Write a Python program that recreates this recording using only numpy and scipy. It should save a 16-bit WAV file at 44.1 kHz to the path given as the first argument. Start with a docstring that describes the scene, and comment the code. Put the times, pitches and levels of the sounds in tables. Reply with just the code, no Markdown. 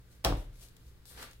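"""Fingers shift faintly on a taped stack of bagged comics, then knock it once, edge down, on a wooden
table in a small room. The plastic sleeves crack as their edges land, the paper thuds, the tabletop
booms and loose things on it ring faintly. The stack settles with a lighter bump. Fingers slide over
the sleeves with small snaps of plastic, then pinch a strip of tape and rub it down.
A low room hum lies under it all."""
import sys
import numpy as np
from scipy import signal
from scipy.fft import rfft, irfft
from scipy.io import wavfile

SR = 44100
rng = np.random.default_rng(int(sys.argv[2]) if len(sys.argv) > 2 else 0)


def pcm_store(signal):
    """Save signal as 16-bit PCM."""
    levels = np.round(np.clip(np.atleast_2d(signal), -1, 1) * 32767)
    wavfile.write(sys.argv[1], SR, levels.astype(np.int16).T)


N = 61739

# edges of the stack landing, relative levels: start_s, crack_db, push_db
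CONTACTS = [(0.2422, -18, -14.5), (0.246, -6.5, -9.5), (0.2482, 1.5, -11), (0.2513, -8.5, -3.5),
            (0.2532, -25, 0.5), (0.2580, -22, -1)]
# how alike left and right are, for close sounds and for the room: freq_hz, likeness (0 to 1)
NEAR_LIKENESS = [(100, 1), (400, 1), (1000, 0.75), (2500, 0.24), (16000, 0.059)]
ROOM_LIKENESS = [(100, 0.91), (300, 0.8), (550, 0.63), (1000, 0.01), (2000, 0), (16000, 0.31)]


def sleeves_crack(gain_db=-2, t60_s=0.012, room_db=-5.5):
    """Each landing edge gives a short, bright crack that the room throws back."""
    # tone of the crack: freq_hz, gain_db
    spectrum = [(200, -6.5), (800, -1.5), (1500, 2.5), (2300, -2.5), (3200, 0.5), (4200, -1), (5300, 3.5),
                (6500, -7), (8000, -7.5), (12000, -10.5), (16000, -4.5)]
    cracks = np.zeros((2, N))
    for start_s, crack_db, _ in CONTACTS:
        add(cracks, start_s, amp(crack_db) * (burst(t60_s) + amp(room_db) * room_tail()))
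    return amp(gain_db) * colour(cracks, spectrum)


def stack_thud(gain_db=-4, blow_db=-5, blow_t60_s=0.0084, ring_t60_s=0.14, room_db=-2):
    """Each push on the table is a dull blow, then the dense, short ring of paper on wood."""
    # tone of the thud: freq_hz, gain_db
    spectrum = [(30, -27), (60, -4), (130, -1), (170, -11), (230, -14.5), (320, -2), (500, -3), (750, 0.5),
                (1000, -8), (1500, -15), (3000, -21.5), (8000, -45)]
    thuds = np.zeros((2, N))
    for start_s, _, push_db in CONTACTS:
        blow = amp(blow_db) * burst(blow_t60_s)
        add(thuds, start_s, amp(push_db) * (blow + burst(ring_t60_s) + amp(room_db) * room_tail()))
    return amp(gain_db) * colour(thuds, spectrum)


def tabletop_boom(gain_db=2.5, build_s=0.032, spread_rad_per_hz=0.00057):
    """The heaviest push bends the table down and sets it ringing; the boom takes a moment to build."""
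    # modes of the tabletop: pitch_hz, relative_db, t60_s
    modes = [(35.1, -31.5, .85), (48.43, -19.5, 0.39), (56.6, -22.5, 0.3), (104.3, -29, 0.41),
             (136.2, -28, 0.32), (191.4, -35, 0.313), (284.8, -29.5, 0.33), (325, -35, 0.34),
             (491.3, -40.5, .22), (510.6, -36.5, 0.28), (587, -37.5, 0.28), (728, -34, 0.24),
             (780, -44, 0.27), (948, -42.5, .21), (1130, -48, 0.31), (1317, -42, 0.19)]
    t, boom = np.arange(N) / SR, np.zeros((2, N))
    start_s = max(CONTACTS, key=lambda row: row[2])[0]
    build = 1 - np.exp(-(t / build_s) ** 2)
    for hz, db, t60_s in modes:
        phase = spread_rad_per_hz * hz * rng.standard_normal((2, 1))
        add(boom, start_s, -amp(db) * build * decay(t, t60_s) * np.sin(2 * np.pi * hz * t + phase))
    return amp(gain_db) * boom


def stack_settles(start_s=0.3243, gain_db=-8.5, t60_s=0.0076, room_db=-4):
    """The stack rocks onto its whole edge with a soft, woody bump."""
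    # tone of the bump: freq_hz, gain_db
    spectrum = [(60, -19), (300, -9.5), (600, -3), (950, -7.5), (1250, -14.5), (1700, -30), (8000, -60)]
    bump = np.zeros((2, N))
    add(bump, start_s, burst(t60_s) + amp(room_db) * room_tail())
    return amp(gain_db) * colour(bump, spectrum)


def loose_things(gain_db=4):
    """The sharpest crack of the landing jars the scissors and tape rolls on the table."""
    # their faint ringing: pitch_hz, relative_db, t60_s
    modes = [(2013, -51.5, 0.28), (2740, -45, 0.22), (3300, -43, 0.18), (3740, -53.5, 0.32),
             (4187, -45, 0.16)]
    t, ringing = np.arange(N) / SR, np.zeros((2, N))
    start_s = max(CONTACTS, key=lambda row: row[1])[0]
    for hz, db, t60_s in modes:
        tone = np.sin(2 * np.pi * (hz * t + rng.random((2, 1))))
        add(ringing, start_s, amp(db) * decay(t, t60_s) * tone)
    return amp(gain_db) * ringing


def plastic_snaps(gain_db=-2, t60_s=0.019):
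    """The handled plastic gives a few small, dry snaps."""
    # snaps: start_s, relative_db
    cues = [(.126, -42), (.5565, -37.5), (.686, -34), (.7665, -32), (.867, -42), (1.0548, -30),
            (1.2275, -19), (1.3118, -30.5), (1.332, -31.5)]
    # tone of a snap: freq_hz, gain_db
    spectrum = [(200, -20), (800, -1.5), (1500, -6), (3200, -1), (5200, -1), (9000, -6), (16000, -5)]
    snaps = np.zeros((2, N))
    for start_s, db in cues:
        add(snaps, start_s, amp(db) * burst(t60_s))
    return amp(gain_db) * colour(snaps, spectrum)


def finger_slide(gain_db=-1):
    """Fingers shift their grip on the sleeves with a crackly swish."""
    # swells of the slide: time_s, relative_db
    stroke = [(0, -75), (.055, -90), (.122, -64), (.19, -76), (.22, -84), (.39, -61.5), (.448, -67.5),
              (.47, -86), (.512, -90), (.53, -69.5), (.59, -65), (.63, -52.5), (.69, -69.5), (.725, -84),
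              (.8, -76), (.885, -67), (.97, -92), (1.04, -100)]
    # tone of the sleeves: freq_hz, gain_db
    spectrum = [(200, -7), (600, -5), (1100, -9), (2000, -6), (4000, -0.5), (6000, -2), (9000, -4.5),
                (13000, -1.5), (15500, -9)]
    return amp(gain_db) * friction(stroke, spectrum, slips_per_s=3200, slip_db=-4.5, spread_db=7.0)


def thumb_rub():
    """A thumb rubs the tape down onto the stack with a full, midrange scuff."""
    # swell of the rub: time_s, relative_db
    stroke = [(1.09, -72), (1.112, -61.5), (1.155, -61.5), (1.18, -50.5), (1.21, -49.5), (1.23, -46),
              (1.25, -53.5), (1.29, -61), (1.32, -64.5), (1.36, -112)]
    # tone of the rubbed tape: freq_hz, gain_db
    spectrum = [(120, -15.5), (280, -0.5), (450, 3.5), (650, -2), (900, -1), (1300, 1.5), (1750, 2),
                (2500, -3), (4500, -4), (8000, -15.5), (15500, -22)]
    return friction(stroke, spectrum, slips_per_s=4200, slip_db=-4, spread_db=2.2)


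def tape_pinch(gain_db=-1):
    """Fingertips pinch along the smooth back of the tape with a thin hiss."""
    # swells of the pinch: time_s, relative_db
    stroke = [(1.048, -100), (1.06, -59), (1.096, -54), (1.16, -61), (1.23, -52), (1.29, -72.5),
              (1.335, -68), (1.4, -83)]
    # tone of the hiss: freq_hz, gain_db
    spectrum = [(200, -17), (1500, -18), (2700, -11.5), (3500, 2), (4600, 0.5), (6000, -4), (9000, -0.5),
                (11000, -2), (13000, 2.5), (15500, -9)]
    return amp(gain_db) * friction(stroke, spectrum, slips_per_s=3100, slip_db=-5, spread_db=2.0)


def friction(stroke, spectrum, slips_per_s, slip_db, spread_db):
    """Fine hiss and tiny slips of uneven size under a stroke."""
    slipping = rng.random(N) < slips_per_s / SR
    slips = slipping * amp(spread_db * np.minimum(rng.exponential(1, N), 4))
    grit = unit_rms(stereo_noise(NEAR_LIKENESS) * (1 + amp(slip_db) * unit_rms(slips)))
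    envelope = amp(np.interp(np.arange(N) / SR, *np.transpose(stroke)))
    return colour(grit * envelope, spectrum)


def room_tail(delay_s=0.0026):
    """The room's diffuse answer to a click, dying at its own speed in each band."""
    # reverb time: freq_hz, t60_s
    reverb_times = [(100, 0.91), (300, 0.35), (800, 0.32), (2000, 0.4), (3700, 0.43), (4700, 0.28),
                    (9000, 0.28), (16000, 0.23)]
    hz, t, bands = signal.stft(stereo_noise(ROOM_LIKENESS), SR, nperseg=256)
    fade = decay(t, curve_at(reverb_times, hz)[:, None])
    tail = signal.istft(bands * fade, SR, nperseg=256)[1][:, :N]
    onset = np.clip(np.arange(N) / SR / delay_s - 1, 0, 1)
    return unit_energy(tail * onset)


def room_tone(rumble_db=-57):
    """Low room rumble with a faint electric hum."""
    # tone of the rumble: freq_hz, gain_db
    spectrum = [(20, -8), (40, -4.5), (62, 0.5), (90, -9.5), (160, -19), (250, -22.5), (450, -24),
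                (750, -38), (2000, -45.5), (4000, -42.5), (6000, -44.5), (16000, -43)]
    # partials of the hum: pitch_hz, level_db
    partials = [(60, -65.5), (119.5, -64.5), (172, -74)]
    t = np.arange(N) / SR
    shape = amp(curve_at(spectrum, np.fft.rfftfreq(N, 1 / SR)))
    rumble = irfft(rfft(stereo_noise(ROOM_LIKENESS)) * shape, N)
    hum = sum(amp(db) * np.sqrt(2) * np.sin(2 * np.pi * (hz * t + rng.random())) for hz, db in partials)
    return amp(rumble_db) * unit_rms(rumble) + hum


def burst(t60_s):
    """A close, dying burst of noise of unit energy."""
    return unit_energy(stereo_noise(NEAR_LIKENESS) * decay(np.arange(N) / SR, t60_s))


def stereo_noise(likeness):
    """White noise whose stereo width follows a likeness curve over frequency."""
    left, other = rfft(rng.standard_normal((2, N)))
    alike = np.clip(curve_at(likeness, np.fft.rfftfreq(N, 1 / SR)), -1, 1)
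    right = alike * left + np.sqrt(1 - alike ** 2) * other
    return irfft(np.array([left, right]), N)


def colour(x, spectrum):
    """Minimum-phase EQ of unit energy: nothing rings ahead of an attack."""
    log_gain = np.log(amp(curve_at(spectrum, abs(np.fft.fftfreq(4096, 1 / SR)))))
    taps = np.fft.ifft(np.exp(np.conj(signal.hilbert(log_gain)))).real
    return signal.fftconvolve(x, unit_energy(taps)[None], axes=1)[:, :x.shape[1]]


def curve_at(points, hz):
    """A curve read on a log-frequency axis."""
    freq_hz, value = np.transpose(points)
    return np.interp(np.log(hz + 1), np.log(freq_hz), value)


def decay(t, t60_s):
    """A fade of 60 dB every t60_s."""
    return amp(-60 * t / t60_s)


def amp(db):
    """Decibels to gain."""
    return 10 ** (np.asarray(db) / 20)


def unit_rms(x):
    """Scaled to rms 1."""
    return x / np.sqrt(np.mean(x ** 2) + 1e-20)


def unit_energy(x):
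    """Scaled to energy 1 per channel."""
    return x / np.sqrt(np.sum(x ** 2, -1, keepdims=True) + 1e-20)


def add(mix, start_s, sound):
    """Lays a stereo sound into the mix."""
    part = mix[:, max(round(start_s * SR), 0):][:, :sound.shape[1]]
    part += sound[:, :part.shape[1]]


def scene(hands_room_db=-6, left_lag_s=0.00011):
    """The knock and the hands, slightly later and brighter on the left, over the room tone."""
    # stereo lean: freq_hz, left_minus_right_db
    balance = [(100, 1), (600, -1.5), (1400, 2), (2600, -.5), (5000, 2.5), (9000, 11), (15000, 1)]
    knock = sleeves_crack() + stack_thud() + stack_settles() + tabletop_boom() + loose_things()
    hands = plastic_snaps() + finger_slide() + thumb_rub() + tape_pinch()
    hands_reverb = amp(hands_room_db) * signal.fftconvolve(hands, room_tail(), axes=1)[:, :N]
    hz = np.fft.rfftfreq(2 * N, 1 / SR)
    lean = amp(curve_at(balance, hz) / 2)
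    placement = np.array([lean * np.exp(-2j * np.pi * hz * left_lag_s), 1 / lean])
    foreground = irfft(rfft(knock + hands + hands_reverb, 2 * N) * placement)[:, :N]
    return foreground + room_tone()


def record(dry, cutoff_hz=15900):
    """A steep low-pass trims the very top."""
    lowpass = signal.firwin(511, cutoff_hz, window=("kaiser", 9), fs=SR)
    return signal.oaconvolve(dry, lowpass[None], "same")


dry = scene()
out = record(dry)
pcm_store(out)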